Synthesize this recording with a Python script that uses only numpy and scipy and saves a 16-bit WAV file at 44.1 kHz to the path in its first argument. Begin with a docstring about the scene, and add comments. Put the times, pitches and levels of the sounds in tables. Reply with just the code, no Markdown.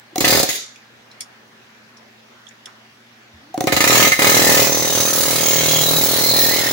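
"""Air hammer on a steel sleeve

An air hammer chisels at a steel-sleeved bushing in a vise: a short burst, a pause with the tool clicking
in the hand, then a faltering start and a steady run of about forty strokes a second.
Each stroke is an exhaust pop with rings, plus crackling noise sent through resonances of sleeve and bit.
Shaped noise makes a hiss with a metallic hum under and after the strokes. The wedged bit sings in
gliding resonances, and the garage hums and echoes.
"""
import sys
import numpy as np
from scipy import signal
from scipy.fft import rfft, irfft
from scipy.io import wavfile
from scipy.ndimage import uniform_filter1d

SR = 44100
rng = np.random.default_rng(int(sys.argv[2]) if len(sys.argv) > 2 else 0)


def output_pcm(signal):
    """Save a mono or channel-first signal as 16-bit PCM at the path in sys.argv[1].

    Samples are clipped to [-1, 1] before scaling.
    """
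    pcm = np.clip(np.atleast_2d(signal).T, -1, 1) * 32767
    wavfile.write(sys.argv[1], SR, np.round(pcm).astype(np.int16))


N = 296352  # length in samples
T = np.arange(N) / SR  # time in seconds


def gain_of(db):
    """Turns decibels into an amplitude factor."""
    return 10 ** (np.asarray(db) / 20)


def evened(x):
    """Scales a signal to an rms of 1."""
    return x / np.sqrt(np.mean(x ** 2) + 1e-20)


def read(points, hz):
    """Reads a curve of (pitch, value) points, with straight lines over log pitch."""
    point_hz, value = np.transpose(points)
    return np.interp(np.log(hz + 1), np.log(point_hz + 1), value)


def add(mix, start_s, sound):
    """Adds a sound to the mix from a start time, cut at the end of the mix."""
    part = mix[..., round(start_s * SR):][..., :sound.shape[-1]]
    part += sound[..., :part.shape[-1]]


def coloured(x, points, sides=(1, 1)):
    """Applies a dB curve over pitch to both channels, multiplied by each channel's side factor."""
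    hz = np.fft.rfftfreq(N, 1 / SR)
    gain = gain_of(np.outer(sides, read(points, hz)))
    return irfft(rfft(x) * gain, N)


def resonate(x, hz, width_hz):
    """A two-pole resonance; white noise of rms 1 stays at rms 1."""
    r = np.exp(-np.pi * width_hz / SR)
    forward = np.sqrt((1 - r ** 2) / 2) * np.array([1, 0, -1])
    feedback = [1, -2 * r * np.cos(2 * np.pi * hz / SR), r ** 2]
    return signal.lfilter(forward, feedback, x)


def glide(x, hz, width_hz):
    """A resonance that follows the pitch curve hz; white noise of rms 1 stays at rms 1."""
    turn = np.exp(2j * np.pi * np.cumsum(hz) / SR)
    r = np.exp(-np.pi * width_hz / SR)
    # shift the pitch down to zero, smooth there, then shift back up
    smooth = signal.lfilter([1], [1, -r], x / turn)
    return np.sqrt(2 * (1 - r ** 2)) * (turn * smooth).real


def ring(hz, t60, rise=0.00021):
    """A struck tone: a sine with a quick rise that fades by 60 dB in t60 seconds."""
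    t = np.arange(round(t60 * SR)) / SR
    return np.sin(2 * np.pi * hz * t) * gain_of(-60 * t / t60) * (1 - np.exp(-t / rise))


def noise(same, size=N, late=0):
    """Left and right noise that share a part; the right may get it some samples late."""
    a, b = rng.standard_normal((2, size))
    right = same * np.roll(a, late) + np.sqrt(1 - np.clip(same, 0, 1) ** 2) * b
    return np.array([a, right])


# Hum tones: pitch_hz, level_db (the first, steady tone gets 4 dB more)
HUM_TONES = [(118.4, -62), (220.7, -61), (242.2, -63), (382.2, -69.5)]
# Tone colour of the room air: pitch_hz, relative_level_db
AIR_COLOUR = [(24, -55), (40, -21), (106, -3.5), (171, -10), (237, -22), (290, -7.5), (715, -7),
              (1090, -8.5), (1720, -5.5), (5870, -18), (8130, -30), (14800, -30), (16000, -25)]
# How alike left and right are in the room air: pitch_hz, likeness (-1 to 1)
AIR_LIKENESS = [(60, 0.94), (130, 0.65), (290, 0.4), (640, 0.18), (1410, 0.038), (3100, -0.27),
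                (6820, 0.25), (15000, -0.19)]


def background():
    """Room noise with slight random patches of level, and a mains hum of one steady and wavering tones."""
    frames, hz = N // 256 + 5, np.fft.rfftfreq(1024, 1 / SR)
    a, b, c, d, patches = rng.standard_normal((frames, 513, 5)).T
    patches = evened(uniform_filter1d(uniform_filter1d(patches, 12, 0), 14, 1))
    same = np.clip(read(AIR_LIKENESS, hz), -1, 1)[:, None]
    left = a + 1j * b
    right = same * left + np.sqrt(1 - same ** 2) * (c + 1j * d)
    level_db = read(AIR_COLOUR, hz)[:, None] + 1.66 * patches
    spectrum = np.array([left, right]) * gain_of(level_db)
    air = signal.istft(spectrum, nperseg=1024, noverlap=768)[1][:, :N]
    air = gain_of(-49.5) * evened(air)
    # narrow resonances in noise give the wavering tones
    wavering = sum(gain_of(db) * resonate(noise(0.99), pitch_hz, 7.0) for pitch_hz, db in HUM_TONES[1:])
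    steady_hz, steady_db = HUM_TONES[0]
    steady = gain_of(steady_db + 4) * np.sin(2 * np.pi * steady_hz * T)
    return air + wavering + steady


# Moans as the trigger eases open: start_s, length_s, from_hz, to_hz, level_db (before the flutter)
MOANS = [(0.125, 0.019, 335, 330, -40), (3.319, .24, 205.4, 347, -51)]


def trigger_moan():
    """A low moan as the trigger eases open: a fluttering sine glides in pitch."""
    out = np.zeros((2, N))
    for start_s, length_s, from_hz, to_hz, db in MOANS:
        size = round(length_s * SR)
        flutter = 0.66 + .5 * evened(uniform_filter1d(rng.standard_normal(N), 700))[:size]
        tone = np.sin(2 * np.pi * np.cumsum(np.linspace(from_hz, to_hz, size)) / SR)
        add(out, start_s, gain_of(db) * signal.windows.tukey(size, .3) * flutter * tone)
    return out


# Piston swings that miss the bit, forward into the barrel and back in turn:
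# start_s, pop_db, ring_db, rattle_db
IDLE_SWINGS = [(0.1595, -9, -6.5, -17), (0.1822, -8, -11.5, -12), (3.5439, -20, -7, -32),
               (3.578, -5.5, -14, -28), (3.6081, -1.5, -4, -15), (3.641, -12, -11, -21.5),
               (3.6725, 3, -4.5, -14), (3.6987, -22, -18, -34)]
# Faltering blows: start_s, pop_db, blow_after_pop_ms, clang_db, rattle_db
FALTERING_BLOWS = [(.2081, -1, -4, -22, -11.5), (.2222, -17, -14.5, -17.5, -31), (.2425, 1, 2.5, -5, -13),
                   (.2709, 1, 6.5, -12, -10), (.2967, -1, 7, -18, -9), (.4328, 0, -3.5, -25, -7.5),
                   (.4886, -11, 0.5, -20, -14), (3.6803, -23, -4, -13, -26), (3.7245, 2, -3, -13, -13),
                   (3.7694, 0, -5, -10, -12.5), (3.8056, 0, -0.5, -8.5, -10),
                   (3.8415, -0.5, -1.5, -7.5, -11), (3.8693, -0.5, 4.5, -8.5, -7.5),
                   (4.1192, -7.5, 0, -7.5, -15), (4.1918, 0.5, -1, -8.5, -13.5)]
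# Even runs, each a list of: time_s, strokes_done
EVEN_RUNS = [
    [(.3247, 0), (.4005, 3)],
    [(3.8985, 0), (4.071, 7)],
    [(4.219, 0), (4.518, 12), (5.2805, 42), (5.7344, 60), (6.4865, 90), (6.7099, 99)],
]
# Force in the even runs, before random variation:
# time_s, pop_db, blow_after_pop_ms, clang_db, rattle_db
EVEN_FORCE = [(.32, 3, 2.5, -8.5, -11.5), (0.412, 2.5, -9, -24.5, -10), (3.9, 2.5, 5.5, -8.5, -12),
              (4.08, 2, 1, -8, -10.5), (4.22, 2.5, -0.4, -7.5, -10.5), (4.6, 3, 2.5, -14, -9),
              (4.69, -1, -1.2, -20.5, -17), (5.16, -4, 2, -20, -13), (5.6, -2.5, -0.1, -18, -14),
              (6.4, -3, 1.7, -19.5, -15), (6.72, -6, 1.5, -22.5, -17)]
# Swelling of the bench drone: time_s, lowest_level_db
DRONE_SWELL = [(5.2, -45), (5.35, -32), (5.49, -40), (5.56, -25), (5.97, -24), (6.08, -55), (6.34, -27),
               (6.46, -49)]
STROKE_COLUMNS = ("start_s", "pop_db", "barrel_db", "thump_db", "blow_ms",
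                  "clang_db", "rattle_db", "ping_db", "drone_db")


def plan_strokes():
    """Lists the time and part levels of every stroke; force drives the air and the steel together."""
    bench_db, early_ping_db = -52.5, -15  # drone under the pop, ping under the rattle
    starts = []
    for run in EVEN_RUNS:
        time_s, done = np.transpose(run)
        starts.append(np.interp(np.arange(run[-1][1] + 1), done, time_s))
    starts = np.concatenate(starts)
    force_s, *force = np.transpose(EVEN_FORCE)
    even = np.transpose([starts] + [np.interp(starts, force_s, column) for column in force])
    # no two strokes alike: s, dB, ms, dB, dB
    even += rng.standard_normal(even.shape) * [.0001, .8, .6, 1.3, .7]
    start, pop, blow, clang, rattle = np.vstack([FALTERING_BLOWS, even]).T
    is_even = np.arange(len(start)) >= len(FALTERING_BLOWS)
    chance = rng.standard_normal((len(start), 3))
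    barrel = pop + np.where(is_even, -31, -11.5) + 1.4 * chance[:, 0]
    thump = pop + np.where(is_even, -28.5, -18.5) + 2.0 * chance[:, 1]
    # the shank pings harder from 3.5 to 6 s
    ping = rattle + np.interp(start, [3.5, 6], [early_ping_db, -1.5]) + 1.5 * chance[:, 2]
    drone = np.maximum(pop + bench_db, np.interp(start, *np.transpose(DRONE_SWELL), -99, -99))
    rows = []
    for k, (at, air, ring_db, shake) in enumerate(IDLE_SWINGS):
        backward = k % 2  # forward favours the barrel ring, backward the thump
        rows.append((at, air, ring_db - 40 * backward, ring_db - 40 * (1 - backward),
                     -2, -45, shake, shake + early_ping_db, air + bench_db))
    blows = np.transpose([start, pop, barrel, thump, blow, clang, rattle, ping, drone])
    return dict(zip(STROKE_COLUMNS, np.vstack([rows, blows]).T))


def shaking(strokes, level, rise, t60):
    """Amplitude curve of the shaking after each blow; where the clang is weak it dies much sooner."""
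    power = np.zeros(N)
    t = np.arange(round(.3 * SR)) / SR
    for start, blow_ms, clang, db in zip(strokes["start_s"], strokes["blow_ms"],
                                         strokes["clang_db"], strokes[level]):
        weight = np.interp(clang, [-26, -21], [.13, 1])
        # squared amplitudes, so that overlapping blows add as power
        shape = (1 - np.exp(-t / rise)) ** 2 * gain_of(-120 * t / (t60 * weight))
        add(power, start + blow_ms / 1000, gain_of(2 * db) * shape / shape.max())
    return np.sqrt(power)


def exhaust(strokes):
    """A pressure pop and its bounce, the rings of barrel, vise and bench, and a gusty rumble."""
    left, right = ring(680, 0.0025, .0001), ring(497, 0.0057, 0.00034)
    left = np.pad(left, (0, len(right) - len(left)))
    pop = np.array([1.12 * left, 1.275 * right])  # fuller on the right
    out = np.zeros((2, N))
    names = ("start_s", "pop_db", "barrel_db", "thump_db", "drone_db")
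    for start, pop_db, barrel_db, thump_db, drone_db in zip(*(strokes[name] for name in names)):
        bounce_shift, pitch_shift = rng.standard_normal(2)
        add(out, start, gain_of(pop_db) * pop)
        add(out, start + 0.00733, gain_of(pop_db - 12.0 + 0.99 * bounce_shift) * pop)
        add(out, start - .002, gain_of(barrel_db) * ring(741, 0.044, 0.0059))
        add(out, start, gain_of(thump_db) * ring(320 * (1 + .02 * pitch_shift), .055, .0008))
        add(out, start, gain_of(pop_db - 29.5) * ring(541.0, 0.23, 0.0003))
        add(out, start, gain_of(drone_db) * ring(159.2, 0.12, 0.0014))
    gust = shaking(strokes, "pop_db", rise=0.0094, t60=0.13)
    rush = gain_of(-28.5) * resonate(gust * noise(.5), 350, 470)
    rumble = gain_of(-26.5) * resonate(gust * noise(0.063), 67, 38)
    return out + rush + rumble


# Rings of the idle piston: pitch_hz (varied each time), level_under_rattle_db, fade_by_60db_s
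PISTON_RINGS = [(2160, -12, 0.033), (2850, -23, 0.065), (4300, -24, .015), (6630, -1.5, 0.0117)]


def piston():
    """With the bit untouched, each idle swing leaves a sharp tick of short piston rings."""
    out = np.zeros((2, N))
    for start_s, _, _, rattle_db in IDLE_SWINGS:
        for hz, db, t60 in PISTON_RINGS:
            tone = ring(hz * rng.uniform(0.86, 1.02), t60)
            add(out, start_s, gain_of(rattle_db + db) * tone)
    return out


def crackling():
    """The bouncing bit's crackle: a fast random swing in loudness, at rms 1."""
    swing = evened(uniform_filter1d(rng.standard_normal(N), 40))
    return evened(gain_of(1.06 * swing))


# Resonances of the steel sleeve: pitch_hz, width_hz, relative_level_db
SLEEVE_MODES = [(1268, 25, -3), (1797, 25, 1), (1990, 45, 1), (2082, 30, 0), (2200, 60, -5), (2433, 28, -3),
                (2750, 120, -9)]


def sleeve_clang(strokes, crackle):
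    """Crackling blows ring the sleeve, damped once the chisel wedges in, and thud in the rubber."""
    clang = shaking(strokes, "clang_db", rise=0.00025, t60=0.089) * crackle * noise(0.31, late=6)
    damped = clang * gain_of(np.interp(T, [4.66, 4.7], [0, -6]))
    sleeve = sum(gain_of(db - 13.5) * resonate(damped, hz, width) for hz, width, db in SLEEVE_MODES)
    return sleeve + gain_of(-11.5) * resonate(clang, 1370, 2100)  # dull clunk of the rubber


# Broad tone colour of the rattle, also used for the hiss: pitch_hz, relative_level_db
RATTLE_COLOUR = [(530, -24), (900, -23), (1850, -2), (2860, -3), (3820, 2.5), (5350, 2.5), (6330, 3.5),
                 (7400, 3), (8350, -4.5), (10400, -0.5), (13400, -3.5), (15100, 4.5), (16000, -8.5)]
# Resonances of the bit, also used for the hiss: pitch_hz, width_hz, relative_level_db
BIT_MODES = [(3885, 74, -18), (4100, 350, -17.5), (5880, 22, -23), (6350, 110, -16), (6630, 210, -24),
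             (7340, 18, -15)]


def chattering(strokes):
    """Amplitude curve of the bit's chatter after the blows."""
    return shaking(strokes, "rattle_db", rise=0.0015, t60=0.14)


def bit_rattle(strokes, crackle):
    """The bouncing bit gives a broad rattle and drives its own resonances."""
    buzz = chattering(strokes) * crackle * noise(0.3, late=2)
    body = coloured(buzz, RATTLE_COLOUR)
    body = body * np.std(buzz) / np.std(body) * gain_of(-5.5)
    return body + sum(gain_of(db - 10) * resonate(buzz, hz, width) for hz, width, db in BIT_MODES)


def shank_ping(strokes, crackle):
    """Each blow makes the shank ping high up; the piston's rebound jolts it again."""
    jolt = shaking(strokes, "ping_db", rise=0.001, t60=0.16)
    rebound = np.pad(jolt, (370, 0))[:N]  # 370 samples later
    jolt = np.hypot(jolt, rebound)
    return gain_of(-5.5) * resonate(jolt * crackle * noise(0.25, late=2), 15660, 180)


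# Steady hiss under and after the strokes: time_s, level_db (the treble falls further)
HISS_LEVEL = [(.2, -50), (.25, -25), (.48, -27), (.56, -24), (.642, -39.5), (.75, -70), (3.66, -68),
              (3.8, -45), (3.95, -19), (4.1, -29), (4.22, -24), (4.62, -25), (4.7, -36), (5.5, -31),
              (6.72, -30)]


def metallic_hiss():
    """Steady hiss with metallic hum under and after the strokes; as it weakens the treble goes first."""
    time_s, level_db = np.transpose(HISS_LEVEL)
    db = np.interp(T, time_s, level_db, -99, -99)
    source = noise(0.05, late=1)
    hiss = evened(coloured(source, RATTLE_COLOUR))
    hiss += gain_of(-5.5) * sum(gain_of(d) * resonate(source, hz, width) for hz, width, d in BIT_MODES)
    hiss += gain_of(-24.0) * resonate(source, 2050, 285)  # at a sleeve pitch
    hiss += gain_of(-18) * resonate(source, 350, 380)  # low body
    low = signal.sosfilt(signal.butter(4, 7800, fs=SR, output="sos"), hiss)
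    treble_gain = gain_of(2.8 * np.minimum(db + 23.5, 0))
    return gain_of(db) * (low + treble_gain * (hiss - low))


# Loose bit clicks: start_s, relative_level_db, brightest_hz, fade_by_60db_s, left_minus_right_db
BIT_CLICKS = [(.7577, -39, 2480, 0.081, -2), (1.113, -45.5, 4100, 0.11, -2), (1.2054, -29.5, 4650, 0.1, 0),
              (1.969, -48, 5000, 0.11, -1), (2.4666, -43.5, 3380, 0.045, -13),
              (2.4785, -44, 3420, 0.055, -1), (2.487, -46, 6700, 0.048, 8), (2.509, -41, 1900, 0.085, -8),
              (2.6565, -34.5, 3370, .05, 2), (2.6674, -38.5, 1160, 0.24, -7)]
# Resonances of the bit holder: pitch_hz, width_hz, relative_level_db
HOLDER_MODES = [(2200, 230, -10), (3100, 140, -30), (3380, 150, -10), (4170, 280, -17.5), (4800, 240, -11),
                (5460, 160, -2), (6820, 290, -2), (7370, 340, -9), (9170, 400, -2), (12500, 500, -12),
                (14200, 700, -19)]


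def holder_clicks():
    """The loose bit clicks: short noise bursts ring the holder near each click's own pitch."""
    out, t = np.zeros((2, N)), np.arange(round(.2 * SR)) / SR
    for start_s, db, bright_hz, t60, pan_db in BIT_CLICKS:
        snap = gain_of(6 - 60 * t / 0.011)  # a short snap opens each click
        fade = gain_of(-60 * t / t60) + snap
        # dB lost per octave away from the brightest pitch: light clicks stay close to it
        focus_db = np.interp(db, [-42, -31.5], [12, -0.5])
        burst = noise(.3, size=len(t)) * fade * (1 - np.exp(-t / .001))
        click = 0
        for hz, width, mode_db in HOLDER_MODES + [(bright_hz, 400, -2)]:
            mode_gain = gain_of(mode_db - focus_db * abs(np.log2(hz / bright_hz)))
            softened = resonate(burst, hz, 4 * width) / 4
            click = click + mode_gain * resonate(softened, hz, width)
        side_db = np.array([[pan_db / 2], [-pan_db / 2]])
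        add(out, start_s, gain_of(db + side_db) * click)
    return out


def hand_knock():
    """A soft knock of the hand: one low tone that rises and fades."""
    out = np.zeros((2, N))
    add(out, 3.335, gain_of(-28.5) * ring(81, 0.16, 0.012))
    return out


# The wedged bit sings for a while: start_s, length_s, from_hz, to_hz, relative_level_db
SINGING_NOTES = [(4.635, 0.28, 6090, 6150, -26), (4.892, 0.3, 6230, 6270, -25),
                 (4.84, 0.33, 3700, 3890, -35.5), (4.93, 0.64, 1250, 1323, -35.5),
                 (5.244, 0.45, 2170, 2164, -33.5), (5.332, 0.34, 3240, 3230, -33),
                 (5.37, 0.53, 6680, 6600, -27), (5.663, 0.176, 3320, 3260, -29.5),
                 (5.812, 0.23, 3910, 3900, -26.5), (6.045, 0.69, 3860, 3970, -33),
                 (6.023, 0.59, 4270, 4170, -26), (6.285, 0.27, 1850, 1830, -35),
                 (6.304, 0.41, 5080, 5140, -32.5), (6.475, 0.33, 1990, 2000, -28),
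                 (6.51, 0.32, 2180, 2100, -30), (6.561, 0.08, 3310, 3490, -35),
                 (6.603, .2, 1880, 1840, -25.5), (4.9, 0.58, 10400, 10300, -32),
                 (5.696, 1.09, 11700, 11300, -29)]
# How wide the singing resonance is: pitch_hz, width_hz
SINGING_WIDTH = [(1300, 43), (6200, 70), (6500, 260), (10000, 900)]


def singing_bit(strokes):
    """The wedged bit sings: noise throbbing with the strokes drives gliding, wavering resonances."""
    out = np.zeros((2, N))
    chatter = chattering(strokes)
    throb = chatter / (uniform_filter1d(chatter, 2200) + 1e-9)  # keeps the beat, evens the level
    for start_s, length_s, from_hz, to_hz, db in SINGING_NOTES:
        pulse = throb[round(start_s * SR):][:round(length_s * SR)]
        drive = pulse * noise(0.41, size=len(pulse), late=1)
        waver = evened(uniform_filter1d(rng.standard_normal(len(pulse)), size=3000))
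        hz = np.linspace(from_hz, to_hz, len(waver)) * (1 + 0.0025 * waver)
        note = glide(drive, hz, read(SINGING_WIDTH, from_hz))
        add(out, start_s, gain_of(db) * signal.windows.tukey(len(hz), .4) * note)
    return out


def patchy(x, patchy_db):
    """Random hollows and bright spots a few hundred Hz wide that last some 100 ms."""
    z = signal.stft(x, nperseg=512, noverlap=384)[2]
    field = rng.standard_normal(z.shape[:0:-1])  # time by pitch, shared by both channels
    field = uniform_filter1d(uniform_filter1d(field, size=40, axis=0), size=3, axis=1)
    gain = gain_of(patchy_db * evened(field).T)
    return signal.istft(z * gain, nperseg=512, noverlap=384)[1][:, :N]


# How the metal leans to one side: pitch_hz, left_minus_right_db
METAL_LEAN = [(1290, -0.5), (2380, -0.5), (4400, -3), (7000, -2.5), (9000, 6), (12000, 3.5), (15000, -1.5)]


def metal_sounds(strokes):
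    """Joins the steel, the metallic hiss and the piston, leaning left or right by pitch."""
    crackle = crackling()
    steel = sleeve_clang(strokes, crackle) + bit_rattle(strokes, crackle)
    steel += shank_ping(strokes, crackle) + singing_bit(strokes)
    metal = patchy(steel + metallic_hiss(), patchy_db=2.5) + piston()
    return coloured(metal, METAL_LEAN, sides=(.5, -.5))


# How long the garage echoes: pitch_hz, fade_by_60db_s
GARAGE_FADE = [(100, 0.2), (500, 0.3), (2000, 0.36), (6000, 0.45), (14000, 0.21)]


def garage(x):
    """Echoes: sparse taps of random sign, different left and right, each band dying at its own speed."""
    taps = np.zeros((2, SR // 2))
    # one tap in every 20 samples, at a random place
    at = np.arange(300, SR // 2 - 20, 20) + rng.integers(0, 20, (2, (SR // 2 - 301) // 20))
    np.put_along_axis(taps, at, rng.choice([-1., 1.], at.shape), 1)
    hz, t, z = signal.stft(taps, SR, nperseg=256)
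    fade = gain_of(-60 * t / read(GARAGE_FADE, hz)[:, None])
    tail = signal.istft(z * fade, SR, nperseg=256)[1]
    return signal.fftconvolve(x, tail / np.linalg.norm(tail[0]), axes=1)[:, :N]


def scene():
    """Mixes the direct sounds, their garage echoes and the background."""
    strokes = plan_strokes()
    hand = trigger_moan() + holder_clicks() + hand_knock()
    air = exhaust(strokes)
    metal = metal_sounds(strokes)
    echoes = garage(gain_of(-7.5) * air + gain_of(-8) * metal + gain_of(-29.5) * hand)
    return air + metal + hand + echoes + background()


def record(dry):
    """The small microphone drops the deepest bass; soft overload at the peaks, then the band limit."""
    thin = signal.sosfilt(signal.butter(2, 130, "high", fs=SR, output="sos"), dry)
    bent = np.clip(np.tanh(thin / 1.22) * 1.388, -1, 1)
    band_limit = signal.firwin(511, 15900, window=("kaiser", 7), fs=SR)  # cutoff in Hz
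    return signal.oaconvolve(bent, band_limit[None], "same")


dry = scene()
out = record(dry)
output_pcm(out)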